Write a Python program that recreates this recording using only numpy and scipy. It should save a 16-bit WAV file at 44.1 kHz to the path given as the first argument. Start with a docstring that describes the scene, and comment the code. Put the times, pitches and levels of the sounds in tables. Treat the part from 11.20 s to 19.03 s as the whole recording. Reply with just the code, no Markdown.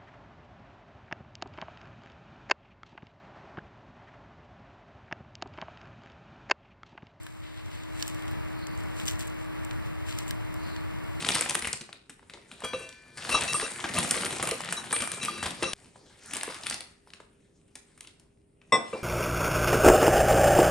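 """Thin plastic film crackles and snaps as gloved hands smooth a piping bag: band noise in grains, plus sharp bursts.
The bag's metal tip is lowered into a steel cup and the film folded over the rim: tip and cup are damped modes,
struck by clicks and dragged by friction noise. An edit skips ahead; the cup is set down on a counter, which
answers with dying noise. Feedback delays give a small tiled room; steady air noise and a faint tone make it quiet."""
import sys
import numpy as np
from scipy import signal
from scipy.fft import rfft, irfft, next_fast_len
from scipy.io import wavfile

SR = 44100
rng = np.random.default_rng(int(sys.argv[2]) if len(sys.argv) > 2 else 0)


def put_to_file(sound):
    """Save the sound as 16-bit audio at rate SR, in the file named by the first command-line argument."""
    columns = np.atleast_2d(sound).T  # one column per channel
    safe = np.clip(columns, -1, 1)
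    whole_steps = np.round(safe * 32767)
    wavfile.write(sys.argv[1], SR, whole_steps.astype(np.int16))


N = 345303
EDIT_S = 4.537

# How firmly the hands work the film, one list before and one after the edit.
# Each row: time in seconds, crackle level in dB.
HANDLING = [
    [(0.0, -40), (0.34, -57), (0.78, -85), (1.02, -72.5), (1.6, -54.5), (1.78, -61.5), (1.94, -65.5),
     (1.99, -47), (2.07, -39), (2.18, -36.5), (2.28, -37.5), (2.45, -37.5), (2.64, -45), (2.89, -43.5),
     (3.57, -46.5), (4.09, -49), (4.38, -51.5), (4.53, -52.5)],
    [(4.55, -45.5), (4.72, -81), (5.06, -43), (5.26, -46), (5.4, -37.5), (5.5, -39), (5.66, -61),
     (5.86, -66.5), (6.17, -79.5), (6.42, -79.5), (6.8, -66.5), (7.13, -87.5), (7.42, -91), (7.54, -74.5),
     (7.69, -58), (7.83, -51.5)],
]
# The whole bag flaps, strongest in the bass, one list before and one after the edit.
# Each row: time in seconds, level in dB.
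FLAPPING = [
    [(0.0, -46), (0.1, -46), (0.95, -72), (1.56, -46.5), (1.74, -66.5), (2.17, -41.5), (2.55, -56),
     (2.78, -39.5), (3.66, -51), (4.48, -48), (4.53, -56.5)],
    [(4.55, -94), (4.58, -75), (4.67, -47), (5.01, -73.5), (5.16, -51), (5.39, -65), (5.54, -56),
     (5.82, -83), (5.89, -70), (7.35, -75), (7.5, -52.5)],
]
# Spectrum of the film. Each row: frequency in Hz, relative band level in dB.
FILM_SPECTRUM = [(60, -19.5), (120, -10.5), (220, -7), (600, -9), (1200, -7.5), (2500, -4.5), (5000, -7.5),
                 (7000, -4), (9000, 0), (14000, 6)]
# Single creases popping; the rows at 1.421 s and 5.278 s are the sharp onsets of a drag and of a knock. Each
# row: start in seconds, peak in dB, pitch in Hz, treble over peak in dB, crackle swell over peak in dB.
SNAPS = [(0.047, -20, 2000, -5, -20), (0.068, -22.5, 4010, -11, -20.5), (0.0885, -10, 2210, -3, -22.5),
         (0.104, -20, 2200, 1.5, -16.5), (0.1204, -19, 3000, -6.5, -21), (0.138, -23.5, 3000, -6, -17.5),
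         (0.146, -20, 2580, 5, -21), (0.149, -17, 2900, 6, -20.5), (0.1538, -15, 2600, 6, -21.5),
         (0.1596, -20, 2800, -10.5, -18.5), (0.163, -21, 1600, 0.5, -18.5), (0.172, -21, 2500, 5.5, -15),
         (0.184, -23, 3500, -5.5, -19), (0.192, -20, 2940, 3, -19.5), (0.21, -21, 1900, 14.5, -8.5),
         (0.222, -24, 2000, -8, -20.5), (0.26, -21.5, 1680, -12.5, -12), (0.29, -25.5, 5000, -8, -11.5),
         (0.296, -17.5, 4500, 10, -19.5), (0.308, -24, 2740, 10.5, -15), (0.347, -24.5, 3000, 9, -13),
         (0.352, -15.5, 1850, 9.5, -19), (0.392, -27, 3850, 7, -19.5), (0.423, -21.5, 2670, -3, -12.5),
         (0.446, -21.5, 2000, -15, -8), (0.472, -24, 1450, 8, -6), (0.53, -18, 5070, -1, -20),
         (0.61, -33, 3760, -4, -11), (0.691, -35.5, 1010, -26, -15.5), (0.729, -28.5, 2540, -4, -23.5),
         (0.896, -35.5, 1970, 5.5, -10.5), (0.994, -44, 1370, -37, -17.5), (1.028, -47, 635, -29, -11.5),
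         (1.098, -32, 2080, -9, -14), (1.137, -32.5, 2660, -20, -7), (1.174, -41.5, 740, -8, -14.5),
         (1.315, -31, 1620, -6, -21), (1.405, -40.5, 2300, 7, -20), (1.421, -31.5, 770, -12, -17),
         (1.444, -33, 3340, 2, -2.5), (1.534, -21, 1400, -26, -24.5), (1.691, -34.5, 4000, 2.5, -21),
         (1.727, -38, 3220, -10.5, -19.5), (1.973, -37.5, 750, 3.5, -3.5),
         (2.023, -32.5, 2500, -13.5, -9.5), (2.05, -29.5, 2200, -18.5, -11.5),
         (2.093, -22.5, 2470, -10, -3.5), (2.222, -19, 2680, -9.5, -12.5), (2.279, -23, 3820, -17, -17),
         (2.328, -27, 1290, 8, -4.5), (2.399, -18, 1700, -3, -13), (2.412, -22.5, 2700, -15, -15.5),
         (2.464, -25, 1700, -24, -19), (2.594, -25, 1160, -37, -21.5), (2.641, -24, 2570, -26, 4),
         (2.738, -27.5, 2070, 8, -11), (2.753, -26.5, 2000, 4.5, -12.5), (2.781, -17.5, 1690, -2, -16),
         (2.787, -19, 1830, 14, -16.5), (2.829, -24.5, 2450, -1, -7), (2.846, -26.5, 900, -21, -12.5),
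         (2.91, -14.5, 3560, 11, -30.5), (2.943, -20.5, 1670, -12.5, -18), (2.975, -22, 2280, -15, -15.5),
         (3.007, -28, 1320, 1, -9), (3.022, -27.5, 2070, -2.5, -8), (3.047, -25, 1630, -8, -8.5),
         (3.059, -26, 2490, 4, -10.5), (3.068, -30, 2200, 9.5, -13), (3.106, -28, 1290, 6.5, -7.5),
         (3.126, -30, 2700, -1, -11.5), (3.198, -23.5, 1220, -42, -3), (3.227, -21.5, 1220, 8, -5),
         (3.273, -24.5, 1770, 14, -13.5), (3.29, -24.5, 1200, 12, -24.5), (3.312, -16.5, 3300, 3, -23),
         (3.405, -25, 900, 1.5, -28.5), (3.437, -29, 1740, -26, -18.5), (3.488, -26.5, 1210, -7.5, -9),
         (3.525, -21.5, 1300, 12.5, -7.5), (3.641, -31, 1270, 3, -13), (3.709, -29, 2800, -15.5, -14),
         (3.728, -17, 1250, 11, -24), (3.763, -25.5, 2310, 2, -15), (3.804, -24, 2000, -5, -8),
         (3.821, -21.5, 2470, 5, -6), (3.875, -23.5, 1320, 10.5, -19.5), (3.918, -22, 2400, 7.5, -22),
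         (3.932, -26.5, 3200, -19, -11.5), (4.03, -32.5, 3900, 11, -1), (4.05, -26.5, 1590, 15.5, -13),
         (4.082, -27.5, 1250, -20, -21), (4.228, -20, 1450, -9, -4.5), (4.258, -26, 1260, -3, 0),
         (4.307, -26, 2780, -1, -16.5), (4.425, -23.5, 2570, -15, 1.5), (4.533, -26.5, 3280, -1, -2),
         (4.758, -42, 665, -33, -19), (5.11, -34.5, 1940, 1, -11), (5.135, -28, 2300, 13, -4.5),
         (5.168, -27, 2080, 14.5, -9), (5.211, -25, 2720, -8, -17), (5.233, -23.5, 1630, 13.5, -14.5),
         (5.278, -32, 790, -17, -20), (5.345, -30.5, 2620, -1, -19), (5.435, -28.5, 2800, -15, 0.5),
         (5.463, -26, 2000, -2, -15), (5.468, -18.5, 2500, 4, -14.5), (5.499, -19.5, 4730, 7, -10),
         (5.51, -20.5, 2500, 1, -18), (5.525, -23.5, 2730, -19, -14), (5.543, -22.5, 3900, 0, -19.5),
         (5.607, -27, 2750, 0, -16.5), (5.873, -45.5, 730, -22, -6.5), (5.904, -40, 2680, -15, -18.5),
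         (5.936, -32.5, 2660, -15, -13.5), (6.002, -41, 682, -5.5, -10.5), (6.555, -34, 3540, 5.5, -15),
         (6.777, -47.5, 1510, 12, -7.5), (6.808, -37.5, 2960, 10.5, -13.5),
         (6.849, -40.5, 1850, -10, -16.5), (6.873, -37.5, 4020, 1, -13.5), (6.998, -48, 3650, 8.5, -16.5),
         (7.416, -48.5, 2190, -16.5, -23)]
# The tip drags on the cup floor; the last two rows are a knock and the cup's second contact.
# Each row: start in seconds, rise in seconds, then drive before FRICTION_DB
# of third mode, air column, second mode, upper modes, each in dB.
DRAGS = [(1.433, 0.0069, -56, -35.5, -32, -53), (1.53, 0.0096, -35, -34, -36.5, -44),
         (1.589, 0.024, -42, -46.5, -52.5, -54), (2.105, 0.021, -25, -43.5, -40.5, -32.5),
         (2.139, 0.0085, -36, -38.5, -17.5, -27), (2.274, 0.013, -30.5, -46, -39.5, -32.5),
         (2.339, 0.0062, -34, -47, -24.5, -39), (2.422, .01, -34, -36.5, -35, -38),
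         (2.756, 0.012, -29.5, -52, -32.5, -39), (2.954, 0.0075, -59, -36.5, -34.5, -47),
         (3.226, 0.0056, -44, -37.5, -28.5, -45), (3.311, 0.0071, -52, -33, -35, -51),
         (3.563, 0.0084, -58, -50, -44, -33.5), (3.725, 0.0051, -58, -54.5, -21.5, -46),
         (4.007, 0.014, -39.5, -52, -45, -37), (4.079, 0.0026, -61, -70.5, -26, -44),
         (4.105, 0.054, -43, -58, -47, -48), (4.42, 0.015, -35, -36, -31.5, -36),
         (4.459, 0.023, -46, -50, -45, -37), (5.277, 0.0052, -69, -35.5, -55.5, -61),
         (7.728, 0.0053, -41, -32, -32.5, -71)]
# Modes of cup floor and air, one list per drive column of DRAGS.
# Each row: frequency in Hz, relative level in dB, T60 in seconds.
CUP_FLOOR_MODES = [
    [(2695, 0, .08)],
    [(521, 0, .1), (465, -7, .12), (640, -7, .1)],
    [(1207, 0, .055)],
    [(3908, -2, .1), (5660, -8, .12), (6397, -11, .1), (9272, -13, .1)],
]
# The tip strikes the cup wall; the last row is the cup's second contact with the counter.
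# Each row: time in seconds, then blow to low wall, rim modes, mid wall,
# high wall, side modes, tip, each in dB.
STRIKES = [(1.438, -43, -40, -35, -50, -62, -56), (1.533, -75, -75, -75, -60, -41, -75),
           (2.14, -43, -41, -37, -46, -50, -52), (2.342, -55, -60, -46, -46, -60, -33),
           (3.727, -55, -34, -50, -56, -60, -32), (4.075, -65, -60, -43, -46, -48, -65),
           (4.428, -60, -55, -48, -52, -39, -55), (7.729, -70, -44, -70, -70, -56, -80)]
# Modes of the cup wall, one list per blow column of STRIKES except the tip.
# Each row: frequency in Hz, relative level in dB, T60 in seconds.
CUP_WALL_MODES = [
    [(1007, -6, 1.0), (1521, -5, 1.6), (1750, -9, 2.8)],
    [(2333, -2, .5), (2386, -6, 1.9)],
    [(3310, 0, .56), (6019, -14, .7), (7410, -12, .15), (7568, -11, .15)],
    [(4062, -5, 1.0), (4128, -8, 1.2), (4660, -2, 1.5), (5577, -11, 1.3)],
    [(2725, -4, .6), (3900, 1, .3)],
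]
# Modes of the metal tip. Each row: frequency in Hz, relative level in dB, T60 in seconds.
TIP_MODES = [(8253, 2, .25), (8969, 0, .6), (9168, -3, .4), (9507, -14, .35)]
# Modes of the cup base. Each row: frequency in Hz, relative level in dB, T60 in seconds.
CUP_BASE_MODES = [(226, -22, .4), (330, -20, .3), (440, -14, .3), (518, -11, .35), (596, -14, .3),
                  (760, -17, .25), (920, -13, .25), (1068, 2.5, .17), (1190, -12, .2), (2018, -1, .4),
                  (2350, -19, .3), (2600, -16, .15), (2660, -14, .15), (3360, -17, .25), (3465, -12, .3),
                  (3625, -12, .35), (3705, -18, .3), (5185, -19, .35), (5485, -11, .28), (5555, -13, .28),
                  (5620, -19, .2), (7764, -19, .25), (7905, -18, .3), (8005, -15, .28), (8255, -21, .25)]
# Spectrum of the air noise. Each row: frequency in Hz, relative density in dB.
ROOM_TONE_SPECTRUM = [(20, 5), (55, 7.5), (130, 5), (250, 2.5), (450, -5), (1000, -26.5), (2500, -33),
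                      (6000, -45.5), (9500, -26), (10500, -42.5), (16000, -55.5)]

# film
TREBLE_DB, TREBLE_FOLLOWS = -6, 0.054   # treble over crackle at -55.5 dB; change in dB per dB of crackle
LOOSEN_S, FLAP_FOLLOWS = .012, 0.63     # decay of a snap's swell; share of it, in dB, taken up by the flapping
DULL_SWELL = 0.6                        # share of a snap's missing treble, in dB, that its swell lacks too
GRAIN_TAIL_S, SLIDE_DB, SLIP_S, SLIP_DB = .0007, -7, .009, 1.0
# cup and counter
FRICTION_DB = -23
SET_DOWN_S, TOUCH_DB, CHATTER_DB, CHATTER_S = 7.522, -20, -54, .008
SETTLE_S, PRESSED_S, PRESS_S, PRESSED_DB = 0.012, 0.048, .025, -11
ROCK_S, ROCK_DB, ROCK_CUT_HZ = 7.729, -22.5, 450
THUD_DB, THUD_S, CRACK_DB, CRACK_S = -23, 0.04, -41, 0.025
# room
ROOM_T60_S, WALL_CUT_HZ, ROOM_DB = 0.45, 13300, -15.5
RING_ROOM_DB, BASE_ROOM_DB = -14, -5    # share of the cup's ringing, and of the base's, that the walls return, in dB
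ROOM_TONE_DB, HUM_HZ, HUM_DB = -62.5, 401, -69.5
# stereo pickup and overall tone
SHADE_LOW_HZ, SHADE_HIGH_HZ, SHADE_DB = 900, 8500, -13.5
LIFT_HZ, LIFT_WIDTH_HZ, LIFT_DB = 8800, 1500, 0      # LIFT_DB: level of the added resonance
BASS_CUT_HZ, ROLL_OFF_HZ, CUTOFF_HZ = 40, 9800, 16600
FAINT_TOP_DB, FAINT_TOP_CUT_HZ = -15, 12300


def from_db(db):
    """Amplitude factor of a level."""
    return 10 ** (np.asarray(db) / 20)


def to_db(gain):
    """Level of an amplitude factor."""
    return 20 * np.log10(gain)


def rms_one(x):
    """Scale to unit RMS."""
    return x / np.sqrt(np.mean(x ** 2) + 1e-20)


def at_hz(points, hz):
    """Interpolate (Hz, value) rows over log frequency."""
    points = np.array(points)
    return np.interp(np.log(hz), np.log(points[:, 0]), points[:, 1])


def band(x, low_hz, high_hz):
    """Butterworth band-pass."""
    sos = signal.butter(2, [low_hz, high_hz], "band", fs=SR, output="sos")
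    return signal.sosfilt(sos, x + 1e-18)


def decay(x, tail_s):
    """Let each impulse die away exponentially."""
    return signal.lfilter([1], [1, -np.exp(-1 / (tail_s * SR))], x)


def drift(rate_hz):
    """Slow random wander of spread 1, computed at every 40th sample."""
    r = np.exp(-80 * np.pi * rate_hz / SR)
    noise = rng.standard_normal(N // 40 + 2002)
    slow = signal.lfilter([1], [1, -2 * r, r * r], noise)[2000:]
    return np.interp(np.arange(N) / 40, np.arange(len(slow)), rms_one(slow))


def ring(drive, hz, t60_s):
    """Damped resonator: a unit click sets a sine of height 1 ringing."""
    r, w = from_db(-60 / (t60_s * SR)), 2 * np.pi * hz / SR
    return signal.lfilter([0, np.sin(w)], [1, -2 * r * np.cos(w), r * r], drive + 1e-18)


def clicks(times_s, db):
    """Single-sample impulses."""
    out = np.zeros(N)
    out[np.round(np.asarray(times_s) * SR).astype(int)] = from_db(db)
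    return out


def in_shots(curves):
    """One curve up to the edit, the other after it."""
    t = np.arange(N) / SR
    before, after = (np.interp(t, *np.transpose(rows)) for rows in curves)
    return np.where(t < EDIT_S, before, after)


def loosening():
    """A snap frees the film: the crackle swells at once and dies away, each side of the edit on its own."""
    s, snap_db, _, treble_db, swell_db = np.transpose(SNAPS)
    missing_db = np.minimum(treble_db, 0)
    freed = np.array([clicks(s, snap_db + swell_db + share * missing_db) for share in (0, DULL_SWELL)])
    cut = round(EDIT_S * SR)
    return np.hstack([decay(freed[:, :cut], LOOSEN_S), decay(freed[:, cut:], LOOSEN_S)])


def crackle(per_s, spread_db, tail_s, slips_per_s, slip_s, slip_db, hiss_db, patchy_db):
    """Tiny creases buckle, each in its own part of the spectrum, over the hiss of film sliding on gloves;
    slips start sharply, die away and swell both."""
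    handling_db = in_shots(HANDLING)
    loosened, loosened_treble = loosening()
    level_db = to_db(from_db(handling_db) + loosened)
    dulling_db = to_db(from_db(handling_db) + loosened_treble) - level_db
    treble_db = TREBLE_DB + TREBLE_FOLLOWS * (level_db + 55.5) + dulling_db
    flap_db = in_shots(FLAPPING) + FLAP_FOLLOWS * (level_db - handling_db) - level_db

    busy = np.clip((level_db + 65.5) / 22, .4, 1)      # light handling mostly slides, firm handling creases
    slips = (rng.random(N) < slips_per_s / SR) * rng.exponential(1, N)
    slips = slips * from_db(slip_db + handling_db - level_db) * busy
    swell = 1 + decay(slips, slip_s)
    sizes = from_db(spread_db * np.minimum(rng.exponential(1, N), 4))
    grains = sizes * (rng.random(N) < per_s * swell / SR)

    edges_hz = np.geomspace(60, 16500, 21)
    centre = rng.uniform(4.55, 23.9, N)      # band number where each grain is strongest
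    white = rng.standard_normal((2, N))
    out = np.zeros(N)
    for k, (low_hz, high_hz) in enumerate(zip(edges_hz, edges_hz[1:])):
        hz = np.sqrt(low_hz * high_hz)
        flap = at_hz([(350, 0.71), (1300, 0.43)], hz)
        treble = at_hz([(4500, 0.2), (7500, 0.96)], hz)
        bursts = decay(grains * np.exp(-.5 * ((centre - k) / 1.93) ** 2), tail_s)
        slide = from_db(hiss_db + patchy_db * drift(7.6)) * swell ** (1 - 0.2 * flap)
        texture = (busy * (1 - 1.3 * flap) * rms_one(bursts) + slide) * white[k % 2]
        gain = from_db(level_db + flap * flap_db + treble * treble_db + at_hz(FILM_SPECTRUM, hz))
        out += gain * rms_one(band(texture, low_hz, high_hz))
    return out


def room_tone():
    """Steady air noise, alike on both sides in the bass, with a faint appliance tone."""
    hz = np.maximum(np.arange(N // 2 + 1) * SR / N, 1)
    width = from_db(at_hz([(150, -15.0), (600, 2.5), (4000, 1.0)], hz))
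    spectra = rfft(rng.standard_normal((2, N))) * from_db(at_hz(ROOM_TONE_SPECTRUM, hz))
    mid, side = irfft(spectra * [np.ones(len(hz)), width], N)
    air = from_db(ROOM_TONE_DB + 0.72 * drift(8.4)) * rms_one(mid + side * [[1], [-1]])
    hum = from_db(HUM_DB + 1.0 * drift(6)) * np.sin(2 * np.pi * HUM_HZ * np.arange(N) / SR)
    return air + hum


def snaps(tear_s, body_s, crack_s, after_s, after_db, edge_db):
    """A crease pops: a sharp edge, a ragged burst around its pitch, a bright crack on top; then the film settles."""
    out, t = np.zeros(N), np.arange(2400) / SR
    peak = round(tear_s * SR)      # the crease tears briefly before it lets go
    shape = np.exp(-abs(t - tear_s) / [[body_s], [crack_s]]) + from_db(after_db) * np.exp(-t / after_s)
    for s, db, hz, treble_db, _ in SNAPS:
        burst = rng.standard_normal((2, 2400)) * shape
        burst[:, peak] = from_db(edge_db)
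        body = band(band(burst[0], hz * 0.4, hz * 2.0), hz * 0.55, hz * 2.07)
        crack = band(burst[1], 9400, 16000)
        pop = body / abs(body).max() + from_db(treble_db) * crack / abs(crack).max()
        at = round(s * SR) - peak
        kept = (s > EDIT_S) | (s + t < EDIT_S)      # the edit cuts a pop short
        out[at:at + 2400] += kept * from_db(db) * pop
    return out


def room(x):
    """Twelve feedback delays a side, duller on every round."""
    size = next_fast_len(N + SR)
    w = 2 * np.pi * np.arange(size // 2 + 1) / size
    keep = np.exp(-2 * np.pi * WALL_CUT_HZ / SR)
    dull = (1 - keep) / (1 - keep * np.exp(-1j * w))
    out = np.zeros((2, len(w)), complex)
    lags = (rng.uniform(.008, .045, 24) * SR).astype(int)
    for k, lag in enumerate(lags):
        loop = dull * from_db(-60 * lag / SR / ROOM_T60_S) * np.exp(-1j * w * lag)
        out[k % 2] += loop / (1 - loop) * (-1) ** (k // 2)
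    return irfft(out * rfft(x, size), size)[:, :N]


def drags():
    """Friction noise swells and fades, driving the damped modes of the cup floor; so do a knock and a contact."""
    out, rough, t = np.zeros(N), rng.standard_normal(N), np.arange(9000) / SR
    for k, modes in enumerate(CUP_FLOOR_MODES):
        push = np.zeros(N + len(t))
        for s, rise_s, *levels_db in DRAGS:
            at = round(s * SR)
            push[at:at + len(t)] += from_db(levels_db[k] + FRICTION_DB) * t / rise_s * np.exp(1 - t / rise_s)
        out += sum(from_db(db) * ring(push[:N] * rough, hz, t60_s) for hz, db, t60_s in modes)
    return out * (abs(np.arange(N) / SR - EDIT_S - .2) > .2)      # silent for 0.4 s from the edit


def strikes():
    """Each strike rings wall and tip; the edit silences what was struck before it."""
    s, *blows_db = np.transpose(STRIKES)
    rings = []
    for shot in (s < EDIT_S, s >= EDIT_S):
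        rings.append(sum(ring(clicks(s[shot], blow_db[shot] + db), hz, t60_s)
                         for modes, blow_db in zip(CUP_WALL_MODES + [TIP_MODES], blows_db)
                         for hz, db, t60_s in modes))
    return rings[0] * (np.arange(N) < EDIT_S * SR) + rings[1]


def set_down():
    """A touch and a short chatter drive all base modes, neighbours in opposite phase; pressing down damps them."""
    t = np.arange(N) / SR - SET_DOWN_S
    chatter = from_db(CHATTER_DB) * rng.standard_normal(N) * (t > 0) * np.exp(-abs(t) / CHATTER_S)
    touch = signal.lfilter(np.hanning(5)[1:-1], [1], clicks([SET_DOWN_S], TOUCH_DB))
    rock = band(clicks([ROCK_S], ROCK_DB), 240, ROCK_CUT_HZ)      # it rocks once more, softly
    drive = np.array([touch + chatter, rock])
    hit, soft = sum((-1) ** k * from_db(db) * ring(drive, hz, t60_s)
                    for k, (hz, db, t60_s) in enumerate(CUP_BASE_MODES))
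    settle = 1 - 0.36 * np.exp(-abs(t) / SETTLE_S)      # the base lands edge first, then flat
    pressed = np.clip((t - PRESSED_S) / PRESS_S + .5, 0, 1)
    return hit * settle * from_db(PRESSED_DB * pressed) + soft


def counter():
    """The slab under the cup: dense modes heard as dying noise, at the landing and weaker at the rock."""
    out, t = np.zeros(N), np.arange(N) / SR
    noise = rng.standard_normal((2, N))
    thud = from_db(THUD_DB) * rms_one(band(noise[0], 157, 770))
    crack = from_db(CRACK_DB) * rms_one(band(noise[1], 1000, 9000))
    for s, db in [(SET_DOWN_S, 0), (ROCK_S, -10)]:
        since = np.maximum(t - s, 0)
        rise = 1 - np.exp(-since / 0.0043)
        out += from_db(db) * rise * (thud * np.exp(-since / THUD_S) + crack * np.exp(-since / CRACK_S))
    return out


def scene():
    """Sum the sources, hear them at two ports, add echoes and room tone."""
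    film = crackle(per_s=700, spread_db=5, tail_s=GRAIN_TAIL_S, slips_per_s=26, slip_s=SLIP_S,
                   slip_db=SLIP_DB, hiss_db=SLIDE_DB, patchy_db=4.0)
    pops = snaps(tear_s=.001, body_s=.0014, crack_s=.0013, after_s=.006, after_db=-14, edge_db=9)
    rings = strikes() + drags()
    base = set_down()
    dry = film + pops + rings + base + counter()

    # the device's body shades the far port in the middle band, and that port hears about one sample later
    shade = from_db(SHADE_DB) * band(dry, SHADE_LOW_HZ, SHADE_HIGH_HZ)
    far = signal.lfilter([0, .85, .15], [1], dry - shade)
    close = np.array([dry + shade, far])

    to_walls = dry - (1 - from_db(RING_ROOM_DB)) * rings - (1 - from_db(BASE_ROOM_DB)) * base
    to_walls = band(to_walls, 260, 15000)      # the walls return little bass
    before = np.arange(N) < EDIT_S * SR        # the edit cuts the echoes short
    wet = room(to_walls * before) * before + room(to_walls * ~before)
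    return close + from_db(ROOM_DB) * wet + room_tone()


def record(dry):
    """A treble band is lifted; above it the sound falls to a faint, fading top, then ends."""
    peak = signal.lfilter(*signal.iirpeak(LIFT_HZ, LIFT_HZ / LIFT_WIDTH_HZ, fs=SR), dry)
    x = dry + from_db(LIFT_DB) * peak
    x = signal.sosfilt(signal.butter(1, BASS_CUT_HZ, "high", fs=SR, output="sos"), x)
    top_band = signal.butter(4, [ROLL_OFF_HZ, FAINT_TOP_CUT_HZ], "band", fs=SR, output="sos")
    faint_top = from_db(FAINT_TOP_DB) * signal.sosfilt(top_band, x)
    x = signal.sosfilt(signal.cheby1(10, .5, ROLL_OFF_HZ, fs=SR, output="sos"), x) + faint_top
    return signal.sosfilt(signal.cheby2(12, 70, CUTOFF_HZ, fs=SR, output="sos"), x)


dry = scene()
out = record(dry)
put_to_file(out)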